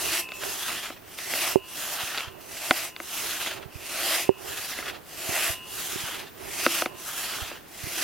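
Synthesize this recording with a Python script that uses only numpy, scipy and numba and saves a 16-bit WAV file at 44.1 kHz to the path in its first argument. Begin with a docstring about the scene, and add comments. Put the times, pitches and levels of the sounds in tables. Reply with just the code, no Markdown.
"""In a quiet forest, a long crosscut saw works through a fallen trunk: a hard pull, then a
lighter push, about every 1.35 s. The teeth snap wood fibres and the flying chips hiss.
The blade knocks in the cut, and the steel rings where the stroke turns.
A hand-held camera adds bumps and rustle, mostly on the right, and a faint high whine.
Soft forest air lies under it all."""
import sys
import numpy as np
from scipy import signal
from scipy.fft import rfft, irfft
from scipy.io import wavfile
from scipy.ndimage import uniform_filter1d, map_coordinates
from numba import njit

SR = 44100
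rng = np.random.default_rng(int(sys.argv[2]) if len(sys.argv) > 2 else 0)


def dump(signal):
    """Clip the signal to [-1, 1] and save it as 16-bit WAV at the path in sys.argv[1]."""
    limited = np.clip(np.atleast_2d(signal).T, -1, 1)
    pcm = np.round(limited * 32767).astype(np.int16)
    wavfile.write(sys.argv[1], SR, pcm)


N = 354123
TIME = np.arange(N) / SR
FREQ = np.fft.rfftfreq(N, 1 / SR)

# tone of the forest air: pitch_hz, level_db
AIR_TONE = [(25, -6.5), (100, 1), (350, 1.5), (700, -4), (1500, -4.5), (3000, -11), (7000, -17),
            (15000, -15)]
# tone of a hand rustling on the camera: pitch_hz, level_db
RUSTLE_TONE = [(25, -12), (80, 2), (220, -11.5), (300, -2.5), (390, 7), (480, -5), (620, -0.5), (1000, -6),
               (2000, -17), (8000, -47)]
# notes of the camera's case: pitch_hz, level_db, fade_s (time to fall by 60 dB)
CASE_NOTES = [(90, -33, 0.17), (144, -13, 0.034), (290, 0.5, 0.012), (383, 4.5, 0.056), (517, -11, 0.063),
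              (744, -2, 0.015), (875, -7, 0.028)]
# fingers bump the case: start_s, peak_db, contact_ms
FINGER_BUMPS = [(.903, -35, 2.8), (1.5576, 1.5, 1.27), (2.033, -31, 7), (2.273, -30.5, 11),
                (3.656, -28.5, 8), (3.752, -27, 10.3), (4.2918, 2.5, 1.25), (5.29, -20.5, 4.4),
                (5.496, -24.5, 12), (5.93, -26, 2.6), (5.958, -20.5, 3.5), (6.035, -29, 7.9),
                (7.417, -26.5, 14.4), (7.835, -25, 8.8), (7.869, -25, 4)]
# notes of the steel blade: pitch_hz, level_db, fade_s
BLADE_NOTES = [(1028, -3, 1.6), (2449, -10, .7), (2525, -8, .8), (2620, -5, 1.7), (2681, -1, 1.4),
               (2784, -8, .9), (2866, 1.5, 2.0), (2946, -14, .8), (3030, -16, .8), (4850, -14, .5),
               (6375, -18, .5), (6767, -18, .5), (8990, -18, .5), (9612, -17, .6)]
# the blade swings free: peak_at_s, free_for_s, level_db, boosted_pitch_hz, boost_db
BLADE_SWINGS = [(.22, .17, -46, 2590, 13), (.45, .05, -52, 2580, 12), (1.53, .24, -45, 2780, 2),
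                (2.22, .25, -56, 2700, 2), (2.84, .16, -53, 2540, 5), (4.24, .18, -48, 2560, 6),
                (5.54, .23, -47, 2850, 4), (6.82, .22, -51, 1028, 5)]
# notes of the trunk around the cut: pitch_hz, level_db, fade_s
TRUNK_NOTES = [(250, -9.5, 0.047), (340, -9, 0.085), (514, -2.5, 0.027), (640, 3.5, 0.017),
               (748, -5, 0.075), (1000, -0.5, 0.012), (1283, 5.5, 0.018), (1530, 7, 0.01),
               (2060, 7.5, 0.014), (2400, 13, 0.0042), (2850, 5.5, 0.0058), (3550, -2.5, 0.01),
               (4700, -7.5, 0.0094)]
# the blade knocks or a tooth catches hard: start_s, peak_db, tilt_db_per_octave, chatter_ms, boom_hz
HARD_KNOCKS = [(.289, -28, 12, .9, 2400), (.319, -21.5, 6.5, 0.66, 3550), (.4345, -21, 5.5, 7, 640),
               (.902, -26.5, -3.5, 5.1, 1000), (1.187, -23.5, 10, 0.89, 3550), (1.3367, -13.5, 2, 2.6, 640),
               (2.146, -21, 9, 1.7, 1380), (2.176, -16, 26, 3.4, 2850), (2.182, -18, 17, 2.6, 3550),
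               (2.206, -21.5, 7, 1.1, 1360), (2.709, 1, 1, 4.4, 250), (2.9634, -24, 11, .7, 3970),
               (3.001, -21.5, 0.5, 2, 340), (3.4726, -20, 2, 1.6, 1520), (3.513, -24, 8, 4.5, 1480),
               (4.7874, -22, -1.5, 3.3, 2060), (4.8805, -20, 6, 3.4, 1500), (6.664, -1, -2.5, 0.97, 554),
               (6.8206, -11.5, 1, 0.86, 555), (6.8588, -12, -1, 1.4, 550), (7.5139, -27.5, -3, 4.5, 1390)]
# pulls and pushes in turn: start_s, bite_db (teeth), hiss_db (chips), growl_db (relative to the bite)
SAW_STROKES = [(-.229, -33, -32.5, -14), (0.285, -36, -36, -21), (1, -32.5, -33, -10),
               (1.617, -36, -36, -14), (2.332, -34, -34.5, -8.5), (2.955, -35.5, -35.5, -19),
               (3.661, -30.5, -32.5, -8), (4.33, -37, -39, -23), (5.006, -30.5, -31.5, -7),
               (5.614, -37.4, -35.5, -25), (6.314, -30.5, -32, -14.5), (6.92, -37, -36.5, -18),
               (7.612, -33.5, -34.5, -11)]
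# a pull swells slowly and stops short: share_of_stroke, bite_db, hiss_db
PULL_LEVELS = [(0, -34.5, -53), (.12, -23, -20.5), (.3, -13.5, -10.5), (.57, -3, -2), (.72, 0.5, 0.5),
               (.84, -4.5, -1), (1, -32.5, -32)]
# a push throws its chips early and bites late: share_of_stroke, bite_db, hiss_db
PUSH_LEVELS = [(0, -24.5, -28.5), (.1, -15, -9.5), (.25, -4.5, -2), (.45, -2.5, -1), (.68, -2, -5.5),
               (.84, -4.5, -12), (1, -20.5, -40.5)]
# the teeth dig in for a moment: middle_s, length_s, extra_bite_db
TOOTH_DIGS = [(0.428, 0.035, 7), (.695, .035, 5.5), (1.197, 0.027, 5), (2.008, 0.05, 2.5),
              (2.093, 0.052, 3.5), (2.186, 0.087, 4.5), (3.425, 0.023, 0.5), (7.243, 0.023, 1.5),
              (7.35, 0.032, 2.5)]
# tone of the rasp on a pull: pitch_hz, level_db
PULL_TONE = [(120, -20), (260, -11.5), (350, 2.5), (460, -27.5), (660, -2.5), (930, -5), (1200, -2.5),
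             (1650, -2), (2000, 1.5), (2300, -0.5), (2700, 4), (3400, -3), (4000, -5.5), (5100, -6),
             (8000, -11.5), (12500, -9.5), (15500, -18.5)]
# tone of the rasp on a push: pitch_hz, level_db
PUSH_TONE = [(150, -14.5), (340, -3.5), (480, -8), (720, 0.5), (950, -1.5), (1300, 2.5), (1800, 3),
             (2250, -1.5), (2700, 5), (3350, 2), (4100, -2.5), (5100, -3.5), (6800, -5), (8200, -8.5),
             (12000, -5.5), (15500, -13)]
# how wide the rasp sounds: pitch_hz, side_minus_middle_db
RASP_SPREAD = [(200, -4), (700, -12.5), (1600, -15.5), (2050, -30), (2400, -19.5), (3000, -16),
               (3600, -8.5), (5500, -6), (8000, 0), (11000, -1), (13000, -4.5), (15500, -1)]
# the two microphones colour the rasp differently: pitch_hz, left_minus_right_db
RASP_LEAN = [(700, -0.5), (1200, 0.5), (3000, -0.5), (4200, -0.8), (7100, -4), (7700, 0), (9000, -2.5),
             (11000, 4), (13500, -3.5), (15500, -3)]

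LAST_STROKE_ENDS_S = 8.2


def undb(db):
    """Turn decibels into a number to multiply by."""
    return 10 ** (np.asarray(db) / 20)


def unit(x):
    """Scale a signal so its average strength (rms) is 1."""
    return x / np.sqrt(np.mean(x ** 2))


def colour(x, points):
    """Shape the tone with a curve through (pitch_hz, level_db) points."""
    hz, db = np.transpose(points)
    return irfft(rfft(x) * undb(np.interp(np.log(FREQ + 1), np.log(hz), db)), N)


def band(x, low_hz, high_hz):
    """Keep only the sound between two pitches."""
    return irfft(rfft(x) * ((FREQ >= low_hz) & (FREQ < high_hz)), N)


def wobble(rate_hz):
    """A smooth random curve of size about 1, changing about rate_hz times a second."""
    return unit(irfft(rfft(rng.standard_normal(N)) * np.exp(-(FREQ / rate_hz) ** 2), N))


def swell(middle_s, length_s):
    """A smooth rise to 1 and back."""
    return np.exp(-(2 * (TIME - middle_s) / length_s) ** 2)


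def add(out, start_s, sound):
    """Mix a sound in at a given time."""
    start = max(int(start_s * SR), 0)
    out[start:start + len(sound)] += sound[:N - start]


def struck_notes(table, t, tilt_db=0):
    """The fading notes of a struck object, one a row; tilt_db is the boost per octave."""
    hz, db, fade_s = np.transpose(table)[:, :, None]
    level = undb(db + tilt_db * np.log2(hz / hz[0]))
    return level * np.cos(2 * np.pi * hz * t) * np.exp(-np.log(1000) * t / fade_s)


def forest_air(level_db=-49.5, width=1.25):
    """Soft, slowly swelling air among the trees."""
    noise = rng.standard_normal(N) + width * rng.standard_normal((2, N))
    return unit(colour(noise, AIR_TONE)) * undb(level_db + wobble(0.22))


def camera(rustle_db=-44.5, flutter_db=5.0, left_db=-20, whine_hz=14836):
    """Fingers bump and rub the case over a faint whine; a longer touch gives a duller thud."""
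    out, t = np.zeros(N), np.arange(8192) / SR
    low_cut = signal.butter(2, 70, "high", fs=SR)
    case = signal.lfilter(*low_cut, struck_notes(CASE_NOTES, t).sum(0))
    for start_s, peak_db, contact_ms in FINGER_BUMPS:
        press = np.sin(np.pi * np.minimum(1000 * t / contact_ms, 1)) ** 2
        thud = -signal.fftconvolve(press, case)[:len(t)]
        add(out, start_s, undb(peak_db) * thud / abs(thud).max())
    rustle = unit(colour(rng.standard_normal(N) * undb(flutter_db * wobble(5.7)), RUSTLE_TONE))
    grip_shift_db = 4.5 * swell(middle_s=6.16, length_s=0.61)
    out += undb(rustle_db + grip_shift_db) * rustle
    whine = np.sin(2 * np.pi * np.cumsum(whine_hz + 9 * wobble(30.2)) / SR)
    whine *= undb(-58.5 + 2.5 * wobble(15))
    # the left microphone hears the case faintly, with the wave upside down
    return np.array([-undb(left_db) * out, out]) + whine


def blade_ring(rise_s=0.13, damp_s=0.016, waver_db=0.8):
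    """The pull sets the steel ringing; it sounds on until the cut grips it again."""
    out, t = np.zeros(N), np.arange(SR) / SR - .3  # the ring peaks at t = 0
    hz, db, fade_s = np.transpose(BLADE_NOTES)[:, :, None]
    for peak_at_s, free_s, level_db, boosted_hz, boost_db in BLADE_SWINGS:
        lift_db = boost_db * np.exp(-((hz - boosted_hz) / 90) ** 2)
        rise_and_fall = np.exp(np.minimum(t, 0) / rise_s - np.log(1000) * np.maximum(t, 0) / fade_s)
        notes = undb(db + lift_db) * rise_and_fall * np.sin(2 * np.pi * (hz * t + rng.random(hz.shape)))
        still_free = .5 * (1 - np.tanh((t - free_s) / damp_s))
        ring = undb(level_db) * notes.sum(0) * still_free
        out += np.interp(TIME, peak_at_s + t, ring, left=0, right=0)
    return out * undb(-waver_db * wobble(13))


def turn_times():
    """The times at which the saw changes direction."""
    return np.append(np.transpose(SAW_STROKES)[0], LAST_STROKE_ENDS_S)


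def tooth_catches(per_push=4, from_share=.55, to_share=.8, tilt_db=4, chatter_ms=6.2):
    """Teeth catch lightly at random late in each push; gives rows like those of HARD_KNOCKS."""
    turns, rows = turn_times(), []
    for k in range(1, len(SAW_STROKES), 2):
        bite_db = SAW_STROKES[k][1]
        for _ in range(per_push):
            start_s = turns[k] + (turns[k + 1] - turns[k]) * rng.uniform(from_share, to_share)
            peak_db = bite_db + 7.5 - 2.5 * rng.standard_normal()
            boom_hz = rng.choice(np.transpose(TRUNK_NOTES)[0])
            rows.append((start_s, peak_db, tilt_db, chatter_ms, boom_hz))
    return rows


def trunk_knocks(boom_db=7, crack_s=0.0036, tail_s=0.0063):
    """A blow and chattering teeth ring the trunk; splinters crack and the ground scatters a dull tail."""
    out, t = np.zeros(N), np.arange(4096) / SR
    soften, dull = signal.butter(2, 5000, fs=SR), signal.butter(2, [300, 1100], "band", fs=SR)
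    hz = np.transpose(TRUNK_NOTES)[0, :, None]
    for start_s, peak_db, tilt_db, chatter_ms, boom_hz in list(HARD_KNOCKS) + tooth_catches():
        chatter_noise, crack_noise, tail_noise = rng.standard_normal((3, len(t)))
        force = (t == 0) + 0.069 * chatter_noise * np.exp(-(1000 * t / chatter_ms) ** 2)
        # where the blow lands brings out the notes near one pitch
        boom = undb(boom_db * np.exp(-(np.log2(hz / boom_hz) / 0.19) ** 2))
        notes = struck_notes(TRUNK_NOTES, t, tilt_db) * boom
        wood = signal.fftconvolve(force, notes[::2].sum(0) - notes[1::2].sum(0))[:len(t)]
        crack = 0.26 * crack_noise * np.exp(-t / crack_s)
        tail = 0.12 * unit(signal.lfilter(*dull, tail_noise)) * np.exp(-t / tail_s)
        knock = signal.lfilter(*soften, wood / abs(wood).max() + crack + tail)
        add(out, start_s, undb(peak_db) * knock / abs(knock).max())
    return out


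def stroke_curves():
    """The arm's work over time: bite_db, hiss_db, growl_db and pulling (1 on a pull, 0 on a push)."""
    turns, points = turn_times(), []
    for k, (start_s, bite_db, hiss_db, _) in enumerate(SAW_STROKES):
        for share, bite, hiss in (PUSH_LEVELS if k % 2 else PULL_LEVELS):
            at_s = start_s + share * (turns[k + 1] - start_s)
            points.append((at_s, bite_db + bite, hiss_db + hiss))
    times, bite, hiss = np.transpose(points)
    stroke = np.searchsorted(turns[1:-1], TIME)
    pulling = uniform_filter1d(1. - stroke % 2, size=2000)
    growl_db = uniform_filter1d(np.array(SAW_STROKES)[stroke, -1], size=2000)
    digs_db = sum(db * swell(middle_s, length_s) for middle_s, length_s, db in TOOTH_DIGS)
    return np.interp(TIME, times, bite) + digs_db, np.interp(TIME, times, hiss), growl_db, pulling


def fibre_snaps(snaps_per_s):
    """Wood fibres snap, some louder than others, over the smooth scrape of steel on wood."""
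    sizes = undb(np.minimum(rng.exponential(size=N), 5)) * rng.choice([-1, 1], N)
    snaps = unit(sizes * (rng.random(N) < snaps_per_s / SR))
    return snaps + rng.standard_normal(N)


def steel_grain(x, amount=.3, fade_s=.055, rise_s=.005):
    """The blade's many short, high notes make the rasp sound metallic."""
    rise_and_fall = (1 - np.exp(-TIME / rise_s)) * np.exp(-np.log(1000) * TIME / fade_s)
    ring = band(rng.standard_normal(N) * rise_and_fall, 2900, SR)
    return x + amount * irfft(rfft(x) * rfft(ring), N) / np.linalg.norm(ring)


def wandering_tone(x, depth_db=1.84, rate_hz=14, patch_hz=450):
    """Random bands of pitch swell and sink, as when the length of blade in the cut changes."""
    hz, times, frames = signal.stft(x, SR, nperseg=512)
    grid = np.meshgrid(hz / patch_hz, times * rate_hz, indexing="ij")
    patches = map_coordinates(rng.standard_normal((128, 256)), grid, order=2, mode="mirror")
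    return signal.istft(frames * undb(depth_db * patches), SR)[1][:, :N]


def lean(pair, points):
    """Lean each pitch left or right by (pitch_hz, left_minus_right_db) points."""
    return np.array([colour(x, [(hz, sign * db / 2) for hz, db in points])
                     for x, sign in zip(pair, (1, -1))])


def saw_rasp(teeth_per_s=290, snaps_per_s=5000, judder_db=1.04, uneven_db=.5):
    """Teeth tear fibres and throw chips; teeth and snaps come faster as the stroke swells."""
    bite_db, hiss_db, growl_db, pulling = stroke_curves()
    # slowing at the end of a push, the teeth stick and slip
    stick_slip_db = .18 * (1 - pulling) * np.maximum(bite_db - hiss_db, 0)
    bite_db = bite_db + (uneven_db + stick_slip_db) * wobble(29)
    speed = undb(.35 * (bite_db - bite_db.max()))  # 1 at the hardest bite
    teeth_passed = np.cumsum(teeth_per_s * speed * (1 + 0.3 * wobble(94.5))) / SR
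    grip = unit((1 + 0.02 * np.cos(2 * np.pi * teeth_passed)) * undb(judder_db * wobble(38)))
    centre, wide, deep = (steel_grain(grip * fibre_snaps(snaps_per_s * speed)) for _ in range(3))
    wide = colour(wide, RASP_SPREAD)
    # teeth that dig deep on the pull make the trunk growl
    growl = colour(deep, [(200, -45), (480, -4.5), (670, 5.5), (950, -12.5), (1600, -13), (5000, -60)])
    out = undb(growl_db) * unit(growl)
    for share, tone in ((pulling, PULL_TONE), (1 - pulling, PUSH_TONE)):
        middle, side = colour(centre, tone), colour(wide, tone)
        pair = np.array([middle + side, middle - side])
        # the flying chips take over the treble from the bite
        treble = colour(pair, [(2200, -30), (3500, -16), (5500, -5.0), (8500, -2.0)])
        bite = (pair - treble) / np.std(band(middle, 1180, 3280))
        chips = treble / np.std(band(middle, 7800, SR)) * undb(hiss_db - bite_db)
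        out = out + share * (bite + chips)
    return lean(wandering_tone(out), RASP_LEAN) * undb(bite_db)


def scene():
    """The saw straight ahead, the camera in the hand, the forest all round."""
    return saw_rasp() + blade_ring() + trunk_knocks() + camera() + forest_air()


@njit
def follow_level(x, rise_s, fall_s):
    """Track how loud a signal is, rising and sinking at different speeds."""
    out, level = np.empty(len(x)), 0.
    for i in range(len(x)):
        level += (x[i] - level) / (SR * (rise_s if x[i] > level else fall_s))
        out[i] = level
    return out


def record(dry, threshold_db=-21, strength=0.32, top_hz=15850):
    """Loud blows briefly turn everything down; peaks are clipped and the highest treble is cut."""
    level = follow_level(abs(dry).mean(0), rise_s=0.0022, fall_s=0.12)
    turned_down = dry / np.maximum(level / undb(threshold_db), 1) ** strength
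    treble_cut = signal.ellip(10, .1, 80, top_hz, fs=SR, output="sos")
    return signal.sosfilt(treble_cut, np.clip(turned_down, -1, 1))


dry = scene()
out = record(dry)
dump(out)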